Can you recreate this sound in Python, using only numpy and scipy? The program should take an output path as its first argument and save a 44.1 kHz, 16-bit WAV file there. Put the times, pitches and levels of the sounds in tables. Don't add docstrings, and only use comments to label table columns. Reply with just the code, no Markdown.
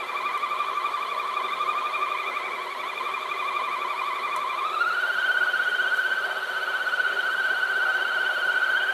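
import sys
import numpy as np
from scipy import signal
from scipy.fft import rfft, irfft, next_fast_len
from scipy.io import wavfile
from scipy.ndimage import uniform_filter1d, map_coordinates

SR = 44100
rng = np.random.default_rng(int(sys.argv[2]) if len(sys.argv) > 2 else 0)


def store_wav(level_fs):
    pcm = np.round(np.clip(np.atleast_2d(level_fs), -1, 1) * 32767)
    wavfile.write(sys.argv[1], SR, pcm.T.astype(np.int16))


N = 393813
TIME_S = np.arange(N) / SR

# time in seconds, tooth rate in Hz before the swing of each stroke.
MOTOR_SPEED = [(0.0, 1098.8), (0.7, 1110.3), (1.2, 1098.6), (1.7, 1141.7), (2.3, 1115.4), (2.7, 1063.1),
               (3.0, 1118.2), (4.1, 1102.6), (4.55, 1098.4), (4.75, 1276.3), (5.0, 1484.1), (5.15, 1503.2),
               (6.05, 1514.4), (6.65, 1479.7), (7.2, 1498.7), (8.0, 1488.2), (8.4, 1500.5), (8.93, 1518.2)]
# time in seconds, tooth tone in dB,
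# tooth tone at top speed in dB, tooth tone while braking in dB, octave in dB.
WHINE_LEVELS = [(0, -33, -37, -35, -33), (.4, -33, -28, -29.5, -35), (.7, -29.5, -27, -28, -36.5),
                (1.2, -30, -30, -31, -35), (1.7, -30, -24.5, -36.5, -36), (2.1, -33, -28.5, -31, -32),
                (2.65, -35.5, -33.5, -42, -33.5), (3.2, -32.5, -32, -30, -35),
                (3.7, -30.5, -28.5, -29.5, -33), (4.5, -31.5, -33, -29, -32.5), (4.8, -24.5, -20, -22, -40),
                (5.15, -22.5, -32, -19.5, -37.5), (5.55, -24, -54, -25, -38.5),
                (5.85, -21.5, -30, -26.5, -37.5), (6.4, -30, -31, -37, -41), (6.8, -27, -29, -38, -40),
                (7.05, -22.5, -41, -33, -38.5), (7.3, -28.5, -24, -23, -39),
                (7.8, -22.5, -28.5, -24.5, -36.5), (8.3, -29.5, -27, -24, -36.5),
                (8.55, -22, -37.5, -22.5, -38), (8.8, -25, -18.5, -26, -35),
                (8.93, -26.5, -24, -36.5, -38.5)]
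# offset at the slow setting in dB, at the fast setting in dB.
TONE_OFFSETS = [(0.1, -1.5), (0.098, 0.5)]
# offset at the slow setting in dB, at the fast setting in dB.
OCTAVE_OFFSETS = [(-3.7, -0.9), (-2, -1), (-9, -4), (-8, -1.4)]
# multiple of the tooth rate, level at the slow setting
# in dB, level at the fast setting in dB, roughness from 0 to 1.
UPPER_ORDERS = [(3, -49, -54, .85), (4, -58, -51, 1), (5, -58, -58, .8), (6, -55, -51, .7),
                (8, -56, -50, .7), (10, -54, -63, .8)]
# frequency in Hz, gain in dB.
HOUSING_GAIN = [(2800, -6), (3050, 3.5), (3250, -0.5), (3500, 1.5), (3750, 7.5), (4000, 7), (4330, 4),
                (4700, -4), (5100, -16), (9000, -11.5), (9450, -13), (10000, -15), (11600, -13),
                (14000, -18)]
# resonance in Hz, width in Hz, gain at resonance in dB.
PANEL_MODES = [(1008, 5, -20), (1179, 8.5, -1.5), (2039, 23, -2.5), (2405, 36, 5.5), (3494, 120, -4)]
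# frequency in Hz, relative level in dB per Hz.
RUB_COLOUR = [(20, -30), (50, -28.5), (105, -32), (135, -23), (300, -15.5), (345, -5.5), (420, -2.5),
              (700, -1), (1150, -2), (1700, -5), (2700, -13.5), (3800, -13.5), (4600, -24), (5200, -29),
              (8000, -77)]
# frequency in Hz, width in Hz,
# boost at the slow setting in dB, boost at the fast setting in dB (negative for a dip).
RUB_MODES = [(128.6, 6.5, 2, 3), (181, 14, 7.5, 7.5), (249, 26, 9.5, 2), (328, 36, -4.5, -6.5),
             (359.7, 23, 7, 2.5), (383.4, 32, 6, 5.5), (449, 19.3, -6.5, -19), (464, 28, 4.5, 3),
             (592.2, 21, -11.5, -2.5), (615, 34, 9, 6), (799, 17, -5, -9.5), (1301, 74, 10.5, 13),
             (2370, 72, 3, 6), (3381, 50, 10.5, 7), (3823, 68, 6.5, 7), (4260, 160, 0, 5.5),
             (9450, 80, 4, 6.5)]
# frequency in Hz, relative level in dB per Hz.
HISS_COLOUR = [(1500, -29), (4000, -2.5), (6000, 1), (8500, -1.5), (10200, -4), (11600, 0), (12800, -6),
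               (13500, -8), (14000, -28)]
# time in seconds, gain in dB,
# decay time of the slower noise (60 dB) in seconds, band centre in Hz.
PLASTIC_CLICKS = [(.377, -38, .02, 8000), (4.3625, -29, .07, 7500), (5.965, -45, .02, 8000),
                  (5.9712, -35, .04, 9000)]
# frequency in Hz, relative level in dB, 60 dB decay in seconds.
CLICK_MODES = [(6100, -6, .012), (8800, -4, .008)]
# centre in seconds, half width in seconds, gain in dB.
HISS_PUFF = (5.985, .045, -50)
# start in seconds, end in seconds, fade in seconds, pitch in Hz, level in dB.
FAINT_HUM = (7.5, 9, 0.02, 766.5, -47)
# frequency in Hz, 60 dB decay in seconds.
ROOM_DECAY = [(300, 0.424), (1500, 1), (4000, 1), (12000, 0.038)]

SPIN_UP_S = (4.55, 5.05)
SWING_HZ = (80.68, 61.8)
RUB_DB, HISS_DB = (-37, -34.5), (-57, -55.5)
TEETH_PER_STROKE, STROKES_AT_START = 94, -.09
DRIFT_DB, DRIFT_KNOTS_PER_S = 1.6, 4
UPPER_FOLLOWS, UPPER_REFERENCE_DB = .3, -31
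ROOM_DB, TOP_HZ = -10, 13950


def stroke_load(angle):
    lagged = angle - .3
    return 1.15 * np.cos(lagged + .5 * (1 - np.cos(lagged))) - .14


def drifting_levels(level_db, offsets, fast):
    return [level_db + between(pair, fast) + DRIFT_DB * wobble(DRIFT_KNOTS_PER_S) for pair in offsets]


def gear(mean_hz, angle, fast):
    tooth_hz = mean_hz + between(SWING_HZ, fast) * stroke_load(angle) + 5 * wobble(40)
    phase = 2 * np.pi * np.cumsum(tooth_hz) / SR
    slack_db = -6 * np.exp(4 * (np.cos(angle - 1.4) - 1))
    tone_db, top_db, braking_db, octave_db = curves(WHINE_LEVELS)

    tone_quarters = [top_db, braking_db] + drifting_levels(tone_db, TONE_OFFSETS, fast)
    tone_gain = amp(by_quarter(tone_quarters, angle) + .5 * slack_db)
    tone = tone_gain * partial(phase, .4 - .32 * fast, 150)

    octave_quarters = drifting_levels(octave_db, OCTAVE_OFFSETS, fast)
    octave_gain = amp(by_quarter(octave_quarters, angle) + 1.5 * slack_db)
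    octave = octave_gain * partial(2 * phase, .55 - .2 * fast, 240)

    upper = np.zeros(N)
    for order, slow_db, fast_db, rough in UPPER_ORDERS:
        level_db = between((slow_db, fast_db), fast) + wobble(30) + .6 * slack_db
        level_db += UPPER_FOLLOWS * (1 - fast) * (tone_db - UPPER_REFERENCE_DB)
        upper += amp(level_db) * partial(order * phase, rough, 110 * order)
    return tone + octave + filtered(upper, lambda hz: amp(along(HOUSING_GAIN, hz)))


def panel_response(hz):
    response = 1
    for centre, width, db in PANEL_MODES:
        damping = 1j * hz * width
        response = response + amp(db) * damping / (centre ** 2 - hz ** 2 + damping)
    return response


def pad_rub(angle, fast):
    def colour_db(hz, boost_column):
        modes_db = sum(row[boost_column] / (1 + (2 * (hz - row[0]) / row[1]) ** 2) for row in RUB_MODES)
        return along(RUB_COLOUR, hz) + modes_db

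    slow_rub = rush(lambda hz: colour_db(hz, 2), patchy_db=1.5)
    fast_rub = rush(lambda hz: colour_db(hz, 3), patchy_db=1.5)
    rub = np.sqrt(1 - fast) * slow_rub + np.sqrt(fast) * fast_rub
    return amp(between(RUB_DB, fast) + 0.24 * np.cos(angle + 1.2)) * rub


def motor_hiss(angle, fast):
    swing_db = between((.4, 1.2), fast) * np.cos(angle + 0.17)
    return amp(between(HISS_DB, fast) + swing_db) * rush(lambda hz: along(HISS_COLOUR, hz), patchy_db=1.55)


def clicks():
    out, t = np.zeros(N + SR), np.arange(SR // 5) / SR
    for start, db, t60, centre_hz in PLASTIC_CLICKS:
        ring = sum(amp(level - 60 * t / decay) * np.sin(2 * np.pi * hz * t)
                   for hz, level, decay in CLICK_MODES)
        decay_gain = amp(-60 * t / 0.0047) + 0.43 * amp(-60 * t / t60)
        crack = decay_gain * rng.standard_normal(len(t))
        band = signal.butter(N=1, Wn=[.6 * centre_hz, 1.4 * centre_hz], btype="band", fs=SR)
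        first = round(start * SR)
        out[first:first + len(t)] += amp(db) * signal.lfilter(*band, ring + crack)
    return out[:N]


def puff():
    centre, half_width, db = HISS_PUFF
    return amp(db) * np.exp(-((TIME_S - centre) / half_width) ** 2) * rng.standard_normal(N)


def hum():
    start, end, fade, hz, db = FAINT_HUM
    envelope = np.clip(np.minimum(TIME_S - start, end - TIME_S) / fade, 0, 1)
    return amp(db) * envelope * partial(2 * np.pi * hz * TIME_S, 1, 25)


def room(x, hop=SR // 2):
    out, fade = np.zeros(N + 3 * SR), np.hanning(2 * hop)
    x = np.pad(x, (hop, 2 * hop))
    for start in range(0, N + hop, hop):
        hz, t, z = signal.stft(rng.standard_normal(SR // 2), SR, nperseg=256)
        decay = amp(-60 * t / along(ROOM_DECAY, hz)[:, None])
        tail = signal.istft(z * decay, SR, nperseg=256)[1]
        wet = signal.fftconvolve(x[start:start + 2 * hop] * fade, tail / np.linalg.norm(tail))
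        out[start:start + len(wet)] += wet
    return out[hop:hop + N]


def partial(phase, rough, blur_rate):
    rough = np.clip(rough, 0, 1)
    smear = unit(wobble(blur_rate) * np.cos(phase) + wobble(blur_rate) * np.sin(phase))
    return np.sqrt(2 * (1 - rough)) * np.sin(phase) + np.sqrt(rough) * smear


def by_quarter(levels_db, angle):
    top, braking, bottom, recovery = levels_db
    even, odd = (top + bottom) / 2, (braking + recovery) / 2
    return ((even + odd) / 2 + (even - odd) / 2 * np.cos(2 * angle)
            + (top - bottom) / 2 * np.cos(angle) + (braking - recovery) / 2 * np.sin(angle))


def rush(colour_db, patchy_db):
    z = signal.stft(rng.standard_normal(N), nperseg=512)[2]
    field = uniform_filter1d(rng.standard_normal(z.shape), size=6, axis=0)
    field = uniform_filter1d(field, size=10, axis=1)
    noise = signal.istft(z * amp(patchy_db * unit(field)), nperseg=512)[1][:N]
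    return unit(filtered(noise, lambda hz: amp(colour_db(hz))))


def filtered(x, response):
    m = next_fast_len(N + SR // 2)
    return irfft(rfft(x, m) * response(np.fft.rfftfreq(m, 1 / SR)), m)[..., :N]


def wobble(rate):
    knots = rng.standard_normal(int(N * rate / SR) + 4)
    return map_coordinates(knots, [np.arange(N) * rate / SR], order=1)


def curves(rows):
    s, *columns = np.transpose(rows)
    return [np.interp(TIME_S, s, column) for column in columns]


def along(points, hz):
    f, v = np.transpose(points)
    return np.interp(np.log(hz + 1), np.log(f + 1), v)


def between(pair, fast):
    return pair[0] + (pair[1] - pair[0]) * fast


def amp(db):
    return 10 ** (np.asarray(db) / 20)


def unit(x):
    return x / np.sqrt(np.mean(x ** 2) + 1e-20)


def scene():
    mean_hz, = curves(MOTOR_SPEED)
    angle = 2 * np.pi * (STROKES_AT_START + np.cumsum(mean_hz) / SR / TEETH_PER_STROKE)
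    fast = np.interp(TIME_S, SPIN_UP_S, (0, 1))
    whine = filtered(gear(mean_hz, angle, fast), panel_response)
    treble = filtered(clicks() + puff(), lambda hz: 1 / (1 + (4000 / (hz + 1)) ** 4))
    near = whine + treble
    machine = near + amp(ROOM_DB) * room(near) + pad_rub(angle, fast) + motor_hiss(angle, fast)
    return (machine + hum())[None]


def record(dry):
    return filtered(dry, lambda hz: hz < TOP_HZ)


dry = scene()
out = record(dry)
store_wav(out)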